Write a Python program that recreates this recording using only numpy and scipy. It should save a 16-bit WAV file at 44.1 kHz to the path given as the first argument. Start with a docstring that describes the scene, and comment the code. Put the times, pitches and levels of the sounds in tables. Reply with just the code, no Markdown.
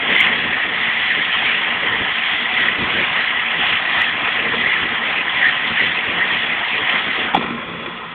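"""A hand slides abrasive paper along a wooden spindle spinning in a lathe, close to a small phone-grade recorder.
From the start, filtered noise makes the grit's hiss and the ring of paper and wood near 2 kHz, pass by pass.
Short tones mark the snags; below them noise makes the whirr and the bed's rumble, a sine the motor's whine.
Near the end the paper lifts, then the switch clunks in a volley of short bursts that rattle the casing.
The whine stops there, and the rest fades as the lathe coasts."""
import sys
import numpy as np
from scipy import signal
from scipy.fft import rfft, irfft
from scipy.io import wavfile
from scipy.ndimage import uniform_filter1d

SR = 44100
rng = np.random.default_rng(int(sys.argv[2]) if len(sys.argv) > 2 else 0)


def generate_wav(sig):
    """Save sig (samples, or channels by samples) to the path in sys.argv[1] as 16-bit PCM at SR."""
    pcm = np.round(np.clip(np.atleast_2d(sig).T, -1, 1) * 32767).astype(np.int16)
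    wavfile.write(sys.argv[1], SR, pcm)


N = 358974
TIME = np.arange(N) / SR  # seconds
OFF_S = 7.35  # the motor is switched off

# Passes of the hand, pressing the paper in and easing off; each level is a change at the peak of the pass:
# [t/s of most pressure, length/s, hiss level/dB, ring level/dB, whirr level/dB, ring f/Hz]
PASSES = [(.2, 0.42, 7, 3, 2, 1990), (.55, 0.18, 0.5, 3, -0.5, 1817), (.82, .2, 2, 4.5, -0.5, 1974),
          (1.06, 0.35, 2.5, 7, -1, 1912), (1.5, 0.62, 3, 2, 1.5, 1882), (1.93, 0.33, -0.5, 4.5, 1, 1886),
          (2.3, 0.45, 2, 0.5, 0.5, 1920), (2.62, 0.21, 3.5, 6.5, 2, 1970), (2.97, 0.24, 4, -1, 2, 1924),
          (3.2, 0.4, 2.5, 4.5, 0, 1896), (3.66, 0.36, 4, 3, 3, 1993), (4.0, 0.24, 3, 8.5, 3, 1914),
          (4.35, 0.28, 2.5, 1, 1.5, 1910), (4.7, 0.28, 1.5, 10, 1.5, 1923), (5.1, .2, 1, -1.5, -0.5, 1930),
          (5.46, .24, 3.5, 10, 2, 1864), (5.85, 0.32, 4, 4.5, -0.5, 1973), (6.22, 0.09, -3, 10, 1.5, 1933),
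          (6.58, 0.25, -0.5, -1, 2, 1916), (6.94, 0.22, 2, 4.5, 5, 1967), (7.2, 0.24, 0.5, -1.5, -1, 1955)]


def pressure(column):
    """Sum of one smooth swell per pass, scaled by the chosen column (dB)."""
    t = TIME[::100]  # a coarse clock is enough for slow swells
    total_db = np.zeros(len(t))
    for row in PASSES:
        peak_s, length_s = row[:2]
        from_peak = (t - peak_s) / (length_s / 2)
        total_db += row[column] * np.exp(-np.log(16) * from_peak ** 2)  # 1/16 left at half a length
    return np.interp(TIME, t, total_db)


# How loud the tearing grit is at each pitch: [f/Hz, relative level/dB per Hz]
GRIT_SPECTRUM = [(900, -42), (1400, -18), (1550, -11.5), (1930, -2), (2250, -3.5), (3050, -5.5), (3310, -5),
                 (4000, -8.5)]
HISS_DB, RING_DB = -23.5, -28  # levels between passes
LIFT_S, LIFT_TAKES_S = 7.27, .07  # the paper starts to lift; seconds it takes to leave
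HISS_DROP_DB, RING_DROP_DB = -12, -14  # what lifting takes away; a faint hiss of the spinning work stays
SPIN_HZ = 32.7  # average spindle turns a second


def sanding():
    """Grit tears fibres; the contact grabs unevenly and once a turn, and the held paper rings."""
    lifted = np.clip((TIME - LIFT_S) / LIFT_TAKES_S, 0, 1)
    hiss_db = HISS_DB + pressure(column=2) + HISS_DROP_DB * lifted + coasting()
    ring_db = RING_DB + pressure(column=3) + RING_DROP_DB * lifted + coasting()
    ring_hz = np.interp(TIME, [row[0] for row in PASSES], [row[-1] for row in PASSES])

    spin_hz = SPIN_HZ * (1 + .04 * flutter(5.3))
    turn = np.cos(2 * np.pi * np.cumsum(spin_hz) / SR)
    grab = flutter(90)
    hiss = noise(GRIT_SPECTRUM, patchy_db=2.0) * gain_of(hiss_db + 0.6 * turn + 0.95 * grab)

    scratch_db = 1.4 * turn + 0.17 * grab + 1.0 * flutter(130)
    scratch = rng.standard_normal(N) * gain_of(scratch_db)
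    wander_hz = ring_hz + 70 * flutter(25)  # the grip shifts the pitch
    ring = resonate(resonate(scratch, wander_hz, 240), wander_hz, 270)
    return hiss + evened(ring) * gain_of(ring_db + 1.1 * flutter(14))


# Moments when the paper catches and chatters: [start t/s, peak level/dB, f/Hz]
SNAGS = [(.1615, -5.5, 2068), (.1938, -11, 2160), (.2022, -4.5, 2100), (.2075, -4, 2160),
         (.2274, -12, 2085), (.2684, -10, 2132), (2.6833, -6, 1910), (4.0153, -16, 1972),
         (4.6595, -11, 2042), (4.7186, -10, 2060), (5.28, -12, 1875), (5.4113, -11, 2080),
         (5.432, -12, 1925), (5.4418, -11, 1956), (5.453, -11, 1904), (5.4654, -3.5, 1867),
         (5.482, -12, 1883), (5.8004, -16, 1900)]


def catches():
    """Where the paper snags it gives a short ring, made as a 7 ms burst of tone."""
    out = np.zeros(N)
    for start_s, level_db, hz in SNAGS:
        out = burst(out, start_s, level_db, hz, length_s=.007)
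    return out


# Switch and shaking bed: [start t/s, peak level/dB, f/Hz, length/s, casing rattle level/dB]
BLOWS = [(4.275, -25, 450, .02, -28), (4.535, -18, 450, .02, -21), (7.337, -18, 900, .008, -24),
         (7.3455, -1, 810, .011, -15.5), (7.364, -14, 700, .01, -24), (7.374, -9, 260, .01, -26),
         (7.393, -16, 300, .006, -32), (7.411, -24, 400, .012, -28), (7.425, -22, 600, .01, -26),
         (7.44, -21, 250, .014, -32), (7.462, -24, 250, .014, -30), (7.483, -24, 250, .016, -32),
         (7.505, -20, 300, .01, -32), (7.86, -28, 350, .04, -32)]
# What the casing rings with: [f/Hz, width/Hz, level/dB]
CASING_MODES = [(175, 16, -7), (232, 16, -3), (431, 160, -4), (800, 200, -8), (1040, 140, -2),
                (1320, 120, -8), (1900, 160, -4), (2350, 160, -6), (3350, 180, -5)]
RATTLE_T60_S = .05  # time for a rattle to drop by 60 dB
COAST_SHAKE_DB = -37  # the slowing spindle keeps the casing trembling


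def knocks():
    """Each blow is a short hollow burst that also rattles the iron casing."""
    blows, jolts = np.zeros(N), np.zeros(N)
    for start_s, level_db, hz, length_s, casing_db in BLOWS:
        blows = burst(blows, start_s, level_db, hz, length_s)
        jolts[round(start_s * SR)] = gain_of(casing_db)
    loss_per_sample = gain_of(-60 / (RATTLE_T60_S * SR))
    rattle = signal.lfilter([1], [1, -loss_per_sample], jolts)
    tremble = gain_of(COAST_SHAKE_DB + coasting()) * (TIME > OFF_S)
    shake = rng.standard_normal(N) * (rattle + tremble)
    return blows + modes(shake, CASING_MODES)


# How loud the broad whirr is at each pitch: [f/Hz, relative level/dB per Hz]
WHIRR_SPECTRUM = [(290, -34), (500, -16.5), (701, 0), (730, 1), (878, -1), (1020, 2), (1380, -1.5),
                  (1700, 2.5), (2210, -27.5), (3740, -120)]
# Rings of the headstock: [f/Hz, width/Hz, level/dB against the broad whirr before switch-off]
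HEADSTOCK_MODES = [(943, 55, -25.5), (1041, 35, -11.5), (1274, 69, -8)]
WHIRR_DB = -30  # level between passes
WHIRR_DROP_DB = -9  # drop of the broad part at switch-off


def whirr():
    """Bearings and belt shake the headstock: broad noise plus a few resonances."""
    level_db = WHIRR_DB + pressure(column=4) + coasting()
    level_db = level_db + 1.0 * flutter(14) + 1.1 * flutter(55)
    broad = noise(WHIRR_SPECTRUM, patchy_db=2.0) * gain_of(WHIRR_DROP_DB * (TIME > OFF_S))
    headstock = modes(rng.standard_normal(N), HEADSTOCK_MODES)
    return (broad + headstock) * gain_of(level_db)


# How loud the broad rumble is at each pitch: [f/Hz, relative level/dB per Hz]
RUMBLE_SPECTRUM = [(18, -23), (40, -12.5), (70, 0.5), (120, -1.5), (217, 3), (377, 1.5), (620, -1),
                   (810, -27)]
# Rings of the bed: [f/Hz, width/Hz, level/dB against the broad rumble]
BED_MODES = [(175, 11, -12), (232, 9, -8), (300, 14, -17), (441, 25, -13)]
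# Rise and fall of the whole rumble, before its flutter: [t/s, level/dB]
RUMBLE_COURSE = [(0, -33), (.45, -33.5), (.8, -38), (1.28, -35), (1.5, -36), (1.88, -34.5), (2.3, -39),
                 (2.87, -32), (3.3, -36), (3.65, -37), (4.0, -35.5), (4.5, -33), (5.0, -34), (5.65, -36),
                 (6.03, -34), (6.3, -34.5), (6.7, -37), (7.32, -32.5), (7.42, -33.5), (7.9, -39),
                 (8.14, -49)]


def rumble():
    """Bearings and belt shake the bed: low noise plus the bed's own resonances."""
    level_db = np.interp(TIME, *np.transpose(RUMBLE_COURSE))
    bed = modes(rng.standard_normal(N), BED_MODES)
    return (noise(RUMBLE_SPECTRUM, patchy_db=2.4) + bed) * gain_of(level_db + 2.2 * flutter(13))


WHINE_HZ, WHINE_DB = 747.5, -45.5  # centre pitch and level, before the flutter


def whine():
    """The motor sings one slightly wavering sine until it is switched off."""
    hz = WHINE_HZ * (1 + .005 * flutter(6))
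    tone = np.sqrt(2) * np.sin(2 * np.pi * np.cumsum(hz) / SR)
    return tone * gain_of(WHINE_DB + 2.6 * flutter(7.1)) * (TIME < OFF_S)


def coasting():
    """Fade of 4.5 dB a second after the switch-off, as the lathe slows."""
    return -4.5 * np.maximum(TIME - OFF_S, 0)


def burst(mix, start_s, level_db, hz, length_s):
    """Adds a few cycles of tone that swell and stop."""
    t = np.arange(round(length_s * SR)) / SR
    swell = np.sin(np.pi * t / length_s) ** 1.8
    sound = np.zeros(N)
    sound[round(start_s * SR):][:len(t)] = gain_of(level_db) * swell * np.sin(2 * np.pi * hz * t)
    return mix + sound


def mode(x, hz, width_hz):
    """A fixed resonance that keeps the power of white noise."""
    r = np.exp(-np.pi * width_hz / SR)
    pole = r * np.exp(2j * np.pi * hz / SR)
    return np.sqrt(2 * (1 - r ** 2)) * signal.lfilter([1], [1, -pole], x).real


def modes(shake, table):
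    """One shake sets every resonance of a part ringing at its own level."""
    return sum(gain_of(db) * mode(shake, hz, width_hz) for hz, width_hz, db in table)


def resonate(x, hz, width_hz):
    """A moving resonance of gain 1: shifts the pitch curve hz down to zero, smooths, and shifts back."""
    turn = np.exp(2j * np.pi * np.cumsum(hz * np.ones(len(x))) / SR)
    r = np.exp(-np.pi * width_hz / SR)
    smooth = signal.lfilter([1 - r], [1, -r], x / turn)
    return 2 * (turn * smooth).real


def flutter(rate_hz):
    """A random curve of rms 1 that changes slowly, up to about rate_hz."""
    hz = np.fft.rfftfreq(N, 1 / SR)
    spectrum = rfft(rng.standard_normal(N)) / (1 + (hz / rate_hz) ** 4)
    return evened(irfft(spectrum, N))


def noise(spectrum, patchy_db):
    """Noise of rms 1 from random short-time spectra with drifting louder and softer patches."""
    frames, hz = N // 256 + 5, np.fft.rfftfreq(1024, 1 / SR)
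    a, b, patches = rng.standard_normal((frames, 513, 3)).T
    patches = uniform_filter1d(patches, size=12, axis=0)  # across pitch
    patches = evened(uniform_filter1d(patches, size=10, axis=1))  # across time
    z = (a + 1j * b) * gain_of(read(spectrum, hz)[:, None] + patchy_db * patches)
    return evened(signal.istft(z, nperseg=1024, noverlap=768)[1][:N])


def read(points, hz):
    """Reads a table of levels (dB) at any pitch; outside its ends it is 40 dB down."""
    f, value = np.transpose(points)
    return np.interp(np.log(hz + 1), np.log(f + 1), value, left=value[0] - 40, right=value[-1] - 40)


def gain_of(db):
    """Turns decibels into a multiplier."""
    return 10 ** (np.asarray(db) / 20)


def evened(x):
    """Scales to rms 1."""
    return x / np.sqrt(np.mean(x ** 2) + 1e-20)


def low_pass(x, hz):
    """Steep filter that removes what lies above hz."""
    return signal.oaconvolve(x, signal.firwin(1023, hz, window=("kaiser", 10), fs=SR), "same")


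def scene():
    """All sources together, as one channel."""
    return (sanding() + catches() + knocks() + whirr() + rumble() + whine())[None]


# Response and roll-off of microphone and converter: [f/Hz, level/dB]
RECORDER_RESPONSE = [(15, -11), (45, -2.5), (3400, 2.5), (3500, -2), (3700, -10.5), (4000, -15),
                     (4200, -24.5), (4400, -34), (4500, -39.5), (4700, -54.5)]
RATE_HZ = 8000  # of the slow converter
SLOW_EDGE_HZ, EDGE_HZ = 4650, 15900  # low-pass edges before and after clipping


def record(dry):
    """The input saturates softly; a slow converter mirrors the treble about half its rate; peaks clip into ticks."""
    size = SR * (N // SR + 1)  # whole seconds, so half the rate falls on a bin
    soft = dry[0] / (1 + (abs(dry[0]) / .66) ** 4) ** (1 / 4)
    z, hz = rfft(soft, size), np.fft.rfftfreq(size, 1 / SR)
    half = RATE_HZ // 2 * size // SR
    z[half + 1:2 * half] = np.conj(z[half - 1:0:-1])  # mirror image above half the rate
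    shaped = irfft(z * gain_of(read(RECORDER_RESPONSE, hz)), size)[:N]
    narrow = low_pass(shaped, SLOW_EDGE_HZ)
    return low_pass(np.clip(narrow, -.71, .71), EDGE_HZ)[None]


dry = scene()
out = record(dry)
generate_wav(out)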